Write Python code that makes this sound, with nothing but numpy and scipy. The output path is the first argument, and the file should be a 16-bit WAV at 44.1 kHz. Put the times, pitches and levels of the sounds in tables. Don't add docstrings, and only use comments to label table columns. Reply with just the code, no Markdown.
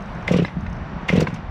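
import sys
import numpy as np
from scipy import signal
from scipy.io import wavfile

SR = 44100
rng = np.random.default_rng(int(sys.argv[2]) if len(sys.argv) > 2 else 0)


def master(y):
    cut = np.clip(np.atleast_2d(y).T, -1, 1)
    pcm = np.round(cut * 32767)
    wavfile.write(sys.argv[1], SR, pcm.astype(np.int16))


def elevation(decibels):
    levels = np.asarray(decibels, float)
    return 10 ** (levels / 20)


N = 66150


def rms_one(x):
    return x / np.sqrt(np.mean(x ** 2) + 1e-20)


def curve(rows):
    return np.interp(np.arange(N) / SR, *np.transpose(rows))


def drift(rate):
    r = np.exp(-2 * np.pi * rate / SR)
    wander = signal.lfilter([1], [1, -2 * r, r * r], rng.standard_normal(N + SR))
    return rms_one(wander[SR:])


def ring(clicks, hz, t60):
    r, w = elevation(-60 / (t60 * SR)), 2 * np.pi * hz / SR
    return signal.lfilter([0, np.sin(w)], [1, -2 * r * np.cos(w), r * r], clicks + 1e-18)


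def clicks_at(s, db):
    out = np.zeros(N)
    np.add.at(out, (np.asarray(s) * SR).astype(int), elevation(np.asarray(db)))
    return out


def soften(x, hz):
    r = np.exp(-2 * np.pi * hz / SR)
    return signal.lfilter([(1 - r) ** 2], [1, -2 * r, r * r], x)


def thin(x, hz):
    return signal.sosfilt(signal.butter(2, hz, "high", fs=SR, output="sos"), x)


def coloured(spectrum, patchy_db, rate):
    hz, db = np.transpose(spectrum)
    edges = hz[0] * 2 ** np.arange(0, np.log2(hz[-1] / hz[0]), 1 / 3)
    edges = np.append(edges, hz[-1])
    white = rng.standard_normal((2, N + SR // 2))
    out = 0
    for k, (low, high) in enumerate(zip(edges, edges[1:])):
        band_pass = signal.butter(3, [low, high + 1], "band", fs=SR, output="sos")
        band = signal.sosfilt(band_pass, white[k % 2])[-N:]
        band_db = np.interp(np.log(low * high) / 2, np.log(hz), db)
        out = out + band * elevation(band_db + patchy_db * drift(rate))
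    return rms_one(out)


def rattle(rows, modes):
    contacts_per_s = 2500
    out, t = np.zeros(N + 4000), np.arange(4000) / SR
    for s, length, db in rows:
        swell = np.sin(np.pi * np.clip(t / length, 0, 1) ** 0.81) ** 2
        touches = swell * (rng.random(t.size) < contacts_per_s / SR)
        for hz, mode_db, t60 in modes:
            blows = soften(touches * rng.normal(0, 1, t.size), hz)
            rung = ring(blows, hz, t60)
            level = elevation(db + mode_db + rng.normal(0, 1.2))
            out[int(s * SR):][:t.size] += level * rung / (np.abs(rung).max() + 1e-12)
    return out[:N]


# [f/Hz, level/dB per Hz]
HUSH_COLOUR = [(300, 0), (420, -5), (763, 1), (1570, -5), (3730, -23.5), (6000, -36), (8000, -49),
               (14000, -74.5)]
# [t/s, level/dB]
HUSH_SWELL = [(0.0, -38), (0.324, -36), (0.458, -42), (0.71, -39), (1.09, -37), (1.5, -40.5)]
# [f/Hz, level/dB per Hz]
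FIZZ_COLOUR = [(7000, 0), (9000, -1.5), (11500, -3), (13200, -7.5)]
# [t/s, level/dB]
FIZZ_SWELL = [(0, -73.5), (.3, -77.5), (.76, -82.5), (.82, -94), (1.03, -95.5), (1.1, -81), (1.38, -85),
              (1.45, -97)]


def distant_hush():
    body = elevation(curve(HUSH_SWELL) + 0.5) * coloured(HUSH_COLOUR, patchy_db=0.76, rate=18)
    fizz = elevation(curve(FIZZ_SWELL)) * coloured(FIZZ_COLOUR, patchy_db=-3, rate=30)
    return body + fizz


# [f/Hz, level/dB per Hz]
WIND_COLOUR = [(22, -15), (35, -6), (60, 1), (90, -8.5), (115, -6)]
# [t/s, level/dB]
GUST_SWELL = [(0, -36), (.11, -34.5), (.14, -31), (.17, -37), (.24, -30), (.3, -31), (.45, -40.5),
              (.53, -43), (.57, -35), (.635, -31), (.665, -35.5), (.705, -24), (.74, -36), (.9, -34.5),
              (1.05, -38), (1.2, -38), (1.35, -39.5), (1.5, -31)]
# [f/Hz, level/dB per Hz]
RUMBLE_COLOUR = [(110, -6), (140, -6), (175, 1), (216, -8), (260, -13), (320, -19)]


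def wind_on_microphone():
    gusts = elevation(curve(GUST_SWELL)) * coloured(WIND_COLOUR, patchy_db=4.0, rate=9.8)
    rumble = elevation(-35) * coloured(RUMBLE_COLOUR, patchy_db=2.5, rate=4.7)
    return gusts + rumble


# [delay t/s, level/dB]
ECHO_PATHS = [
    (.012, -15.5),
    (.031, -17.5),
    (.057, -19.5),
]


def clearing_echoes(saw):
    dull = soften(saw, 2900)
    return sum(elevation(db) * np.pad(dull, (int(s * SR), 0))[:N] for s, db in ECHO_PATHS)


# [t/s, length t/s, level/dB]
TICK_EVENTS = [(.006, 0.0026, -51), (.022, 0.0034, -46.5), (.058, 0.0041, -49), (.147, 0.0061, -48.5),
               (.225, 0.0042, -47), (.606, 0.0081, -45.5), (.664, 0.0064, -51), (.697, .006, -46),
               (.727, .007, -45.5), (.765, 0.0043, -49), (1.015, .005, -55), (1.340, 0.0099, -35.5)]
# [f/Hz, level/dB, t60 t/s]
RATCHET_MODES = [(4540, -22, .015), (5260, -9, 0.03), (6040, -11, .01), (6340, -4, 0.013),
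                 (6700, -17, 0.0045), (8900, -14.5, 0.0074), (11500, -30, 0.004), (14000, -29.5, .004)]


def ratchet_ticks():
    return rattle(TICK_EVENTS, RATCHET_MODES)


# [t/s, f/Hz, level/dB]
CORD_FLECKS = [(0.3225, 5600, -34.5), (0.375, 5900, -37), (.385, 3000, -27), (0.398, 3030, -28),
               (.404, 2570, -27), (.425, 2600, -36), (1.113, 2060, -44), (1.124, 2700, -24),
               (1.136, 6300, -39), (1.166, 3260, -25), (1.176, 2700, -28), (1.181, 3950, -32),
               (1.205, 2203, -34), (1.209, 1440, -21.5), (1.212, 5400, -33), (1.226, 4300, -29.5)]


def cord_flecks():
    length_s, t60_s = 0.0037, 0.013
    return sum(rattle([(s, length_s, db)], [(hz, 0, t60_s)]) for s, hz, db in CORD_FLECKS)


# [t/s, level/dB]
BODY_BUMPS = [(0.567, -9), (0.5727, -16.5), (0.6327, -14), (.655, -23.5), (.672, -29), (0.7045, -20.5),
              (.728, -18), (0.7784, -16.5), (0.813, -17.5), (.930, -20), (0.963, -13), (1.0300, -16),
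              (1.283, -8), (1.3278, -10), (1.377, -25)]


def body_bumps():
    rung = ring(clicks_at(*np.transpose(BODY_BUMPS)), hz=184, t60=0.036)
    return thin(soften(rung, 320), 99)


# [t/s, length t/s, level/dB]
KNOCK_EVENTS = [
    (.4460, 0.0039, -28.5),
    (.4486, 0.0025, -15.5),
    (.480, 0.0051, -27),
    (.661, 0.013, -30),
    (1.358, 0.0088, -34),
]
# [f/Hz, level/dB, t60 t/s]
HOUSING_MODES = [(980, -10, 0.012), (1647, -6.5, 0.015), (1810, -3, 0.0096), (2065, -4, 0.024),
                 (2650, -9, .016), (3570, -13, 0.014), (3650, -34, .15), (3960, -15, .02),
                 (4980, -24, 0.018), (5170, -34, 0.16), (576, -9, 0.028)]


def housing_knocks():
    return rattle(KNOCK_EVENTS, HOUSING_MODES)


# [t/s, length t/s, level/dB]
SLAM_EVENTS = [
    (1.2685, .004, -19.5),
    (1.2722, 0.0042, -17),
]
# [f/Hz, level/dB, t60 t/s]
GRIP_MODES = [(1020, -4, 0.0216), (1560, -3, 0.017), (2170, -2, 0.019), (2730, -13.5, 0.027),
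              (3540, -20, .02), (4170, -19, .015)]


def grip_slam():
    return rattle(SLAM_EVENTS, GRIP_MODES)


# [t/s, length t/s, level/dB]
CATCH_EVENTS = [
    (.2755, 0.0018, -25),
    (.2782, 0.0044, -8),
    (.2835, 0.0029, -16),
    (1.0845, 0.0064, -19.5),
    (1.0885, 0.0034, -16.5),
    (1.0920, .004, -8),
    (1.0965, 0.0038, -10.5),
    (1.106, 0.0026, -30),
    (1.122, 0.0051, -42),
]
# [f/Hz, level/dB, t60 t/s]
PAWL_MODES = [(2083, -3, 0.031), (955, -21, 0.013), (1570, -18.5, 0.018), (2350, -16.5, 0.0096),
              (2700, -15.5, 0.024), (3540, -19.5, .012), (5200, -24.5, 0.008), (6730, -37, 0.007)]


def pawl_catches():
    return rattle(CATCH_EVENTS, PAWL_MODES)


# [t/s, rise t/s, fall t/s, level/dB, brightness level/dB]
AIR_PUFFS = [(0.28, 0.0043, 0.014, -32, 3), (.300, 0.011, 0.018, -39.5, -5),
             (0.324, 0.0066, 0.0059, -42, 18), (0.343, 0.016, 0.029, -32.5, -3),
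             (0.373, 0.0067, 0.0077, -40.5, 11.5), (0.394, 0.016, 0.012, -35, -10.5),
             (.432, 0.012, 0.012, -41.5, 5), (.455, 0.0016, 0.05, -41.5, -5.5),
             (1.089, 0.006, 0.026, -26.5, -0.5), (1.131, 0.0052, 0.022, -37, -1.5),
             (1.167, 0.0089, 0.011, -34, 6), (1.18, 0.01, 0.036, -37, -13),
             (1.208, 0.0054, 0.0083, -34, 14.5), (1.228, 0.008, 0.018, -41.5, 4.5),
             (1.277, 0.0049, 0.04, -44, 2), (1.345, 0.0032, 0.011, -51, 12.5),
             (1.364, 0.012, 0.018, -45.5, -16)]
# [f/Hz, level/dB per Hz]
AIR_COLOUR = [(590, -19), (1000, 7), (1600, -2), (1760, 5.5), (2680, 5.5), (4710, -12.5), (5660, -13.5),
              (10500, -27.5), (15600, -38)]


def air_hiss():
    bright_from_hz = 5000
    t = np.arange(N) / SR
    hiss = coloured(AIR_COLOUR, patchy_db=1.5, rate=150)
    hiss = rms_one(hiss * elevation(1.5 * drift(350)))
    bright = signal.sosfilt(signal.butter(4, bright_from_hz, "high", fs=SR, output="sos"), hiss)
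    dull = signal.sosfilt(signal.butter(4, bright_from_hz, "low", fs=SR, output="sos"), hiss)
    dull_swell, bright_swell = 0, 0
    for s, rise, fall, db, bright_db in AIR_PUFFS:
        slope = np.where(t < s, ((s - t) / rise) ** 2, (t - s) / fall)
        puff = elevation(db) * np.exp(-slope)
        dull_swell = dull_swell + puff
        bright_swell = bright_swell + puff * elevation(bright_db)
    return dull * dull_swell + bright * bright_swell


# [t/s, low ring level/dB, high ring level/dB, lag of low ring t/ms, high ring f/Hz]
MUFFLER_POPS = [(0.3079, -6.5, -14.5, 2.8, 554), (0.313, -9.5, -8.5, 2.14, 492),
                (.3368, -22, -11.5, 2.4, 497), (0.343, -5, -11.5, 0.37, 503),
                (0.3590, -7.5, -18, 1.86, 490), (.3630, -12.5, -12.5, 3, 466),
                (0.3874, -11.5, -12.5, 0.89, 496), (0.3945, -8, -11.5, 0.53, 432),
                (0.4173, -19, -19.5, 2.5, 414), (0.4212, -6.5, -11, 3.37, 390), (1.128, -10, -11, 2.8, 505),
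                (1.135, -5.5, -15, 0.27, 470), (1.1510, -19, -18, 1.1, 430), (1.1553, -9, -10, 1.9, 472),
                (1.1744, -10.5, -12.5, 1.1, 560), (1.1789, -2, -12, 0.27, 484),
                (1.1926, -12, -21, 2.2, 443), (1.1970, -13, -11, 2.6, 460), (1.2176, -31, -10, 0.41, 532),
                (1.2234, -9, -11, 0.27, 445), (0.2861, -24, -17, 3, 553), (1.1005, -13, -16, 0.88, 530),
                (1.243, -21, -23, 2.6, 406)]


def piston_pops():
    s, low_db, high_db, lag_ms, high_hz = np.transpose(MUFFLER_POPS)
    push = clicks_at(s + lag_ms * 0.00071, low_db + 1.5)
    low = ring(push, hz=169, t60=0.048)
    case = elevation(-18.5) * ring(push, hz=102, t60=0.14)
    high = sum(ring(clicks_at([a], [db]), hz, t60=0.021) for a, db, hz in zip(s, high_db, high_hz))
    return thin(soften(low + case - elevation(5.5) * high, 662), 99)


def scene():
    background = distant_hush() + wind_on_microphone()
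    small_parts = ratchet_ticks() + cord_flecks() + body_bumps()
    blows = housing_knocks() + grip_slam() + pawl_catches()
    saw = small_parts + blows + air_hiss() + piston_pops()
    return (background + clearing_echoes(saw) + saw)[None]


def low_pass(x):
    return signal.sosfilt(signal.butter(12, 15710, fs=SR, output="sos"), x)


def record(dry):
    shaded_hz, shaded_width_hz, shaded_db = 5730, 500, -3
    dip_hz, dip_width_hz, dip_share = 10430, 860, 0.78
    peak = signal.lfilter(*signal.iirpeak(shaded_hz, shaded_hz / shaded_width_hz, fs=SR), dry)
    dip = signal.lfilter(*signal.iirpeak(dip_hz, dip_hz / dip_width_hz, fs=SR), dry)
    mix = dry + elevation(shaded_db) * peak - dip_share * dip
    return low_pass(mix)


dry = scene()
out = record(dry)
master(out)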